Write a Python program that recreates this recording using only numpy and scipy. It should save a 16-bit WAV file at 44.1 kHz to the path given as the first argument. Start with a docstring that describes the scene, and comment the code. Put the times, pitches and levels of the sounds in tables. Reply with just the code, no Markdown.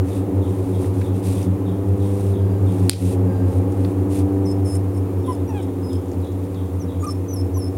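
"""A puppy gives thin nasal whistles from a narrow airway and a few short voiced whimpers.
Its mouth ticks, its blanket rustles, and one sharp snap rings out and briefly ducks a limiter.
Behind it four rotors, probably a far propeller aircraft, beat against each other and slowly sink
in pitch. A small bird chirps far off, with two faint toots, over a steady hiss."""
import sys
import numpy as np
from scipy import signal
from scipy.fft import rfft, irfft, next_fast_len
from scipy.io import wavfile

SR = 44100
rng = np.random.default_rng(int(sys.argv[2]) if len(sys.argv) > 2 else 0)


def to_wav(sig):
    """Store sig (one row per channel, or 1-D mono) as 16-bit WAV at the path in sys.argv[1].

    Samples outside -1..1 are clipped; the rate is SR.
    """
    pcm = np.clip(np.atleast_2d(sig), -1, 1) * 32767
    pcm = np.round(pcm).astype(np.int16)
    wavfile.write(sys.argv[1], SR, pcm.T)  # frames by channels


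N = 342657
TIME = np.arange(N) / SR


def from_db(db):
    """Decibels to gain."""
    return 10 ** (np.asarray(db) / 20)


def unit_rms(x):
    """Scale to rms 1."""
    return x / np.sqrt(np.mean(x ** 2) + 1e-20)


def curves(rows):
    """Columns of a time table, interpolated per sample."""
    time_s, *columns = np.transpose(rows)
    return [np.interp(TIME, time_s, column) for column in columns]


def gain_at(spectrum, hz):
    """Gain of a spectrum table at hz."""
    freq_hz, gain_db = np.transpose(spectrum)
    return from_db(np.interp(np.log(hz + 1e-9), np.log(freq_hz), gain_db))


def drift(rate_hz):
    """Smooth random motion, rms about 1."""
    step, settle = 40, 2000
    pole = np.exp(-2 * np.pi * rate_hz * step / SR)
    white = rng.standard_normal(N // step + settle + 2)
    slow = signal.lfilter([1], [1, -2 * pole, pole * pole], white)[settle:]
    return np.interp(np.arange(N) / step, np.arange(len(slow)), unit_rms(slow))


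def noise(spectrum):
    """Coloured noise, rms 1, rolled off below the first point."""
    size = next_fast_len(N)
    hz = np.arange(size // 2 + 1) * SR / size
    gain = gain_at(spectrum, hz) * np.minimum(hz / spectrum[0][0], 1) ** 2
    return unit_rms(irfft(rfft(rng.standard_normal(size)) * gain, size)[:N])


def sine(hz, multiple=1, phase_cycles=0):
    """One partial of a moving pitch, rms 1."""
    return np.sqrt(2) * np.cos(2 * np.pi * (multiple * np.cumsum(hz) / SR + phase_cycles))


def gate(start_s, end_s, edge_s):
    """Sample indices and soft-edged envelope of a note."""
    span = np.flatnonzero((TIME > start_s - edge_s) & (TIME < end_s + edge_s))
    inside_s = np.minimum(TIME[span] - start_s, end_s - TIME[span])
    return span, np.sin(np.pi / 2 * np.clip(1 + inside_s / edge_s, 0, 1)) ** 2


def ring(clicks, hz, t60_s):
    """Damped mode: a unit click rings a sine of height 1."""
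    r, w = from_db(-60 / (t60_s * SR)), 2 * np.pi * hz / SR
    return signal.lfilter([0, np.sin(w)], [1, -2 * r * np.cos(w), r * r], clicks + 1e-18)


def diffuse(x, t60_s, colour):
    """Dense reflections: a decaying noise tail of unit energy."""
    t = TIME[:SR // 2]
    tail = noise(colour)[:len(t)] * from_db(-60 * t / t60_s)
    return signal.fftconvolve(x, tail / np.sqrt(np.sum(tail ** 2)))[:N]


def room(x, smear_t60_s=0.013, tail_t60_s=0.25, tail_db=-13.5):
    """Walls and furnishings return two smeared echoes and a short tail."""
    # wall response: freq_hz, gain_db
    wall_colour = [(300, -28), (1500, -5), (3000, 4), (4600, 8), (6500, -2), (9000, 3), (16000, -24)]
    # wall echoes: delay_s, gain_db
    echoes = [(0.0183, -22), (.037, -21)]
    smeared = diffuse(x, smear_t60_s, wall_colour)
    early = sum(from_db(db) * np.interp(TIME - delay_s, TIME, smeared, left=0) for delay_s, db in echoes)
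    return early + from_db(tail_db) * diffuse(x, tail_t60_s, wall_colour)


def hiss(level_db=-54):
    """Steady high hiss."""
    # hiss spectrum: freq_hz, density_db
    colour = [(1200, 0), (2200, 6.5), (3500, -1), (5500, -3.5), (7200, 1.5), (8800, 0), (11000, 2.5),
              (16000, 3)]
    return from_db(level_db) * noise(colour)


def rotors(flutter_db=1.0, fade_db=2.3):
    """Four close blade rates beat over a turbulent wash; moving air fades each overtone separately."""
    # rotors, lead (loudest) first: blade_hz, sag_hz_per_s
    blade_rates = [(100.55, 0.775), (95.22, 0.723), (92.62, 0.707), (90.44, 0.584)]
    # wash spectrum: freq_hz, density_db
    wash_colour = [(18, -16), (40, -10.5), (60, -2), (130, -1), (230, -0.5), (380, 1), (520, -4.5),
                   (650, -9.5), (900, -12), (1150, -16), (1500, -25), (2500, -32), (5000, -46)]
    # wash as the aircraft recedes: time_s, level_db
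    wash = [(0, -31.5), (.9, -31.5), (2.2, -32), (3.2, -30), (4.3, -31.5), (5.2, -32.5), (6.2, -34),
            (7.77, -34)]
    # lead fundamental: time_s, level_db
    lead_hum = [(0, -25.5), (1, -22.5), (1.8, -22), (2.5, -17.5), (3.3, -18.5), (4, -22.5), (4.6, -20),
                (5.2, -24), (6, -27), (7, -27.5), (7.77, -23)]
    # lead overtones: time_s, level_db
    lead_buzz = [(0, -32.5), (.4, -23), (.75, -36), (1.5, -27), (2.2, -22.5), (2.6, -27.5), (3.3, -38),
                 (3.7, -25.5), (4.45, -18), (4.85, -28.5), (6.6, -31.5), (7.77, -28.5)]
    # other fundamentals, setting throb depth: time_s, level_db
    other_hum = [(0, -27.5), (.9, -30), (2.2, -32), (3.2, -29), (4.3, -31.5), (5.2, -35), (6.2, -32.5),
                 (7.77, -32.5)]
    # other overtones: time_s, second_db, higher_db
    other_buzz = [(0, -37, -35), (.7, -37, -33), (1.5, -31.5, -36.5), (2.2, -40.5, -40), (3, -26.5, -31),
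                  (3.8, -38, -34.5), (4.6, -39.5, -40.5), (5.3, -43, -36.5), (6, -44.5, -36.5),
                  (6.7, -39, -43.5), (7.77, -49, -38)]
    # offsets from the buzz curves: multiple, lead_db, other_db
    overtones = [(2, -10, -0.5), (3, -2.5, 0.5), (4, -10, -3.5), (5, -13, -9), (6, -30.5, -14.5),
                 (7, -26.5, -22.5), (8, -29, -23), (9, -36.5, -20.5), (10, -36.5, -29)]
    (lead_hum_db,), (lead_buzz_db,) = curves(lead_hum), curves(lead_buzz)
    (other_hum_db,), (second_db, higher_db) = curves(other_hum), curves(other_buzz)
    out = from_db(curves(wash)[0]) * noise(wash_colour)
    for k, (blade_hz, sag_hz_per_s) in enumerate(blade_rates):
        is_lead = k == 0
        hz = blade_hz - sag_hz_per_s * TIME
        hum_db = lead_hum_db if is_lead else other_hum_db
        out += from_db(hum_db + flutter_db * drift(7.9)) * sine(hz)
        for multiple, lead_db, other_db in overtones:
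            other_buzz_db = second_db if multiple == 2 else higher_db
            level_db = lead_buzz_db + lead_db if is_lead else other_buzz_db + other_db
            out += from_db(level_db + fade_db * drift(1.32)) * sine(hz, multiple, rng.random())
    return out


def toots():
    """Two faint, wavering toots."""
    # toots: start_s, end_s, level_db
    notes = [(2.388, 2.53, -58), (3.267, 3.41, -55.5)]
    # partials: freq_hz, gain_db
    partials = [(1595, -2), (4080, -15), (4785, -10), (6900, -14)]
    out = np.zeros(N)
    waver = 1 + 0.011 * drift(64)
    for start_s, end_s, level_db in notes:
        span, envelope = gate(start_s, end_s, edge_s=.02)
        out[span] += envelope * sum(from_db(level_db + db) * sine(hz * waver[span]) for hz, db in partials)
    return out


def bird(top_hz=3900, bottom_hz=3150, chirp_s=0.031):
    """Runs of quick, raspy falling chirps."""
    # chirp runs: start_s, period_s, count, level_db
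    runs = [(.1, .311, 6, -51.5), (2.0, .331, 3, -52.5), (5.239, .328, 6, -52)]
    out = np.zeros(N)
    rasp = 1 + 0.014 * drift(170)
    for start_s, period_s, count, level_db in runs:
        for onset_s in start_s + period_s * np.arange(count):
            span, envelope = gate(onset_s, onset_s + chirp_s, edge_s=0.0039)
            glide_hz = np.linspace(top_hz, bottom_hz, len(span)) * rng.normal(1, 0.0157)
            out[span] += from_db(level_db) * envelope * sine(glide_hz * rasp[span])
    return out


def far_sounds(direct_db=-10, t60_s=.65):
    """The bird arrives mostly by reflection, the toots wholly."""
    chirps = bird()
    return from_db(direct_db) * chirps + diffuse(chirps + toots(), t60_s, [(500, 0), (16000, 0)])


def rustle(floor_db=-58, grain_db=1.5):
    """Blanket fibres slide and catch: grainy hiss that swells as the puppy shifts."""
    # cloth strokes: start_s, length_s, level_db
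    strokes = [(0.098, 0.073, -47.5), (0.536, .28, -52.5), (.825, 0.036, -47), (.97, 0.084, -50.5),
               (1.165, 0.023, -50), (1.262, 0.053, -40.5), (1.326, 0.091, -43.5), (2.08, 0.18, -49),
               (2.76, 0.25, -49.5), (2.95, 0.082, -40), (3.067, 0.05, -40.5), (3.503, 0.068, -52.5),
               (3.756, 0.13, -54), (4.14, 0.047, -41)]
    # cloth spectrum: freq_hz, density_db
    colour = [(1060, -33), (1800, -5.5), (2060, -5), (2640, -0.5), (3000, -6), (3640, -4), (4450, -6.5),
              (7160, -6), (7700, -0.5), (9160, 1), (16000, -16)]
    power = np.full(N, from_db(floor_db) ** 2)
    for start_s, length_s, level_db in strokes:
        span, envelope = gate(start_s, start_s + length_s, edge_s=0.03 + 0.62 * length_s)
        power[span] += (from_db(level_db) * envelope) ** 2
    return np.sqrt(power) * from_db(grain_db * drift(120)) * noise(colour)


def snap(room_send_db=19.5, low_cut_hz=1500):
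    """A brief slide and a hard blow ring damped modes; the broad crack spreads to the walls."""
    # slide, then blow: time_s, strength_db
    contacts = [(2.8944, -45), (2.8946, -28), (2.8956, -45), (2.8958, 1)]
    # modes: freq_hz, gain_db, t60_s
    modes = [(2150, -46, 0.0026), (3300, -41, 0.0029), (4730, 8, 0.0037), (7360, -8, 0.0013),
             (8650, 13.5, 0.0023), (10700, -6, 0.0028), (13100, -14, .002)]
    clicks = np.zeros(N)
    for time_s, strength_db in contacts:
        clicks[round(time_s * SR)] = from_db(strength_db)
    direct = sum(ring(clicks, hz, t60_s) * from_db(db) for hz, db, t60_s in modes)
    # the direct crack carries little bass
    direct = signal.lfilter(*signal.butter(2, low_cut_hz, "high", fs=SR), direct)
    return direct + room(from_db(room_send_db) * clicks)


def mouth_ticks(decay_s=0.0044, ring_t60_s=0.0013, smack_count=16):
    """Wet tongue and lips crackle in a broad mouth resonance; smacking adds soft random ticks."""
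    # single ticks: time_s, peak_db, ring_hz
    ticks = [(0.844, -30, 1422), (1.014, -28, 1800), (1.428, -33, 5900), (1.888, -42, 9000),
             (3.017, -27, 11000), (3.722, -36, 7540), (3.848, -29, 2920), (5.35, -35, 9500),
             (5.931, -31, 8100), (6.115, -37.5, 6700), (6.545, -39, 4000)]
    # closed-mouth smacking: start_s, end_s, peak_db, centre_hz
    smacking = (5.98, 6.5, -44, 5800)
    start_s, end_s, smack_db, centre_hz = smacking
    smacks = [(start_s + (end_s - start_s) * when, smack_db - 6 * softness, centre_hz * 2 ** (pitch - .5))
              for when, softness, pitch in rng.random((smack_count, 3))]
    out, t = np.zeros(N), TIME[:SR // 20]
    for time_s, peak_db, ring_hz in list(ticks) + smacks:
        crackle = rng.standard_normal(len(t)) * np.exp(-t / decay_s)
        tick = ring(crackle, ring_hz, ring_t60_s)
        at = round(time_s * SR)
        out[at:at + len(t)] += from_db(peak_db) * tick / np.abs(tick).max()
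    return out


def whimpers(shimmer_db=3.5, pitch_lift=0.0088):
    """Vocal folds beat unevenly; the throat shapes the overtones. Returns sound and fold motion."""
    # whimpers: start_s, length_s, first_hz, last_hz, level_db, overtone_gain_db
    notes = [(5.277, 0.05, 1017, 970, -26, -26.5), (5.487, 0.046, 920, 835, -37.5, -16),
             (5.535, .078, 845, 727, -37.5, -12), (7.027, .036, 1175, 1240, -31.5, -22),
             (7.067, .034, 1160, 1185, -29.5, -33), (7.565, 0.017, 1010, 1045, -36.5, -26)]
    # throat and muzzle response: freq_hz, gain_db
    throat = [(1400, -3), (2000, -2), (2500, -1), (3150, -1), (3600, -15), (4500, -25), (6500, -24),
              (8400, -12), (10000, -22), (13000, -30)]
    out, folds = np.zeros(N), np.zeros(N)
    shimmer = from_db(shimmer_db * drift(150))
    wobble = 1 + .008 * drift(120)
    for start_s, length_s, first_hz, last_hz, level_db, overtone_gain_db in notes:
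        span = np.flatnonzero((TIME > start_s) & (TIME < start_s + length_s))
        progress = (TIME[span] - start_s) / length_s
        effort = np.abs(np.sin(np.pi * progress)) ** 0.48
        glide_hz = first_hz + (last_hz - first_hz) * progress ** 1.46  # pitch moves late
        hz = glide_hz * (1 + pitch_lift * effort) * wobble[span]
        overtones = sum(gain_at(throat, k * hz) * sine(hz, k) for k in range(2, 13))
        overtones *= effort * from_db(overtone_gain_db) * shimmer[span]
        folds[span] = effort * sine(hz)
        out[span] += from_db(level_db) * (folds[span] + overtones)
    return out, folds


def whistles(folds, shimmer_db=2.5, chop_depth=.22):
    """A narrow airway whistles: holds, falls toward rest, flicks up on a last push of air."""
    # whistles: start_s, length_s, first_hz, hold_s, fall_s, rest_hz, level_db, octave_gain_db, air_db
    notes = [(4.453, 0.077, 5900, 0.007, 0.0027, 5180, -44, -10, -52.5),
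             (4.649, 0.12, 5430, 0.0016, 0.014, 5210, -44.5, 8.5, -45.5),
             (4.933, 0.055, 5450, .008, .02, 5280, -57, 7, -57),
             (5.175, 0.075, 5440, .005, .04, 5420, -59, -10, -74),
             (5.257, 0.089, 5470, 0.063, 0.01, 4980, -50.5, 4, -56),
             (5.475, 0.032, 5820, .002, 0.03, 5580, -49.5, -9, -68),
             (5.613, 0.031, 5330, .01, .01, 5330, -59, 0, -55),
             (5.829, .138, 5110, 0.011, 0.02, 5100, -48.5, -3, -61),
             (6.801, 0.044, 6100, 0.0098, .022, 5080, -44.5, -15, -66),
             (7.002, .024, 6850, 0.0055, 0.039, 6300, -45, -8, -63),
             (7.02, 0.039, 6760, .004, .05, 6240, -60, -2, -47.5),
             (7.067, .058, 6040, .002, 0.0084, 5310, -37, -7, -50),
             (7.284, 0.13, 6020, 0.044, 0.028, 5150, -41.5, -1, -61),
             (7.543, .14, 5950, .026, 0.03, 5180, -42.5, 1, -65)]
    # nose response: freq_hz, gain_db
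    nose = [(5250, -2), (5400, -4), (5530, -22), (5700, -1.5), (5980, 1), (6900, -6), (10200, -7.5),
            (10700, -12.5), (11100, 1.5), (11400, 3), (12000, -18), (13800, -11)]
    # nasal airflow: freq_hz, density_db
    air_colour = [(2000, -8), (4000, -18), (6500, -7.5), (8200, 1), (9200, 5), (10500, -10), (13000, -10),
                  (16000, -27)]
    attack_s, edge_s = .008, .005
    flick_hz, flick_s = 170, .006
    push_tone_db, push_air_db, push_lead_s, push_width_s = 0.5, 9.5, 0.014, 0.0057
    out, air = np.zeros(N), noise(air_colour)
    jitter, shimmer, waver = .0026 * drift(150), drift(77), .003 * drift(35)
    for start_s, length_s, first_hz, hold_s, fall_s, rest_hz, level_db, octave_gain_db, air_db in notes:
        span, envelope = gate(start_s, start_s + length_s, edge_s)
        t = TIME[span] - start_s
        envelope *= 1 - np.exp(-(t + edge_s) / attack_s)
        hz = rest_hz + (first_hz - rest_hz) * np.exp(-np.maximum(t - hold_s, 0) / fall_s)
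        hz += flick_hz * np.exp((t - length_s) / flick_s)
        hz *= 1 + jitter[span] + waver[span]
        push = np.exp(-((t - length_s + push_lead_s) / push_width_s) ** 2)
        octave = from_db(octave_gain_db) * gain_at(nose, 2 * hz) * sine(hz, 1.993)
        tone = gain_at(nose, hz) * sine(hz) + octave
        tone *= from_db(level_db + push_tone_db * push + shimmer_db * shimmer[span])
        breath = from_db(air_db + push_air_db * push) * air[span]
        out[span] += envelope * (tone + breath)
    return out * (1 + chop_depth * folds)  # folds chop the flow into side tones


def scene(puppy_send_db=-3.5):
    """Puppy, snap and blanket over the far sounds, drone and hiss; mono."""
    voice, folds = whimpers()
    puppy = voice + whistles(folds) + mouth_ticks()
    near = puppy + from_db(puppy_send_db) * room(puppy) + snap() + rustle()
    return (near + far_sounds() + rotors() + hiss())[None]


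def record(dry, limit_db=5.5, release_db_per_s=48, notch_hz=7900, cutoff_hz=15900):
    """Instant limiter with slow release, narrow notch, steep low-pass."""
    over_db = np.maximum(20 * np.log10(np.abs(dry[0]) + 1e-9) - limit_db, 0)
    recovery_db = release_db_per_s * TIME
    duck_db = np.maximum.accumulate(over_db + recovery_db) - recovery_db
    notched = signal.lfilter(*signal.iirnotch(notch_hz, Q=22, fs=SR), dry * from_db(-duck_db))
    return signal.sosfilt(signal.ellip(12, .1, 80, cutoff_hz, fs=SR, output="sos"), notched)


dry = scene()
out = record(dry)
to_wav(out)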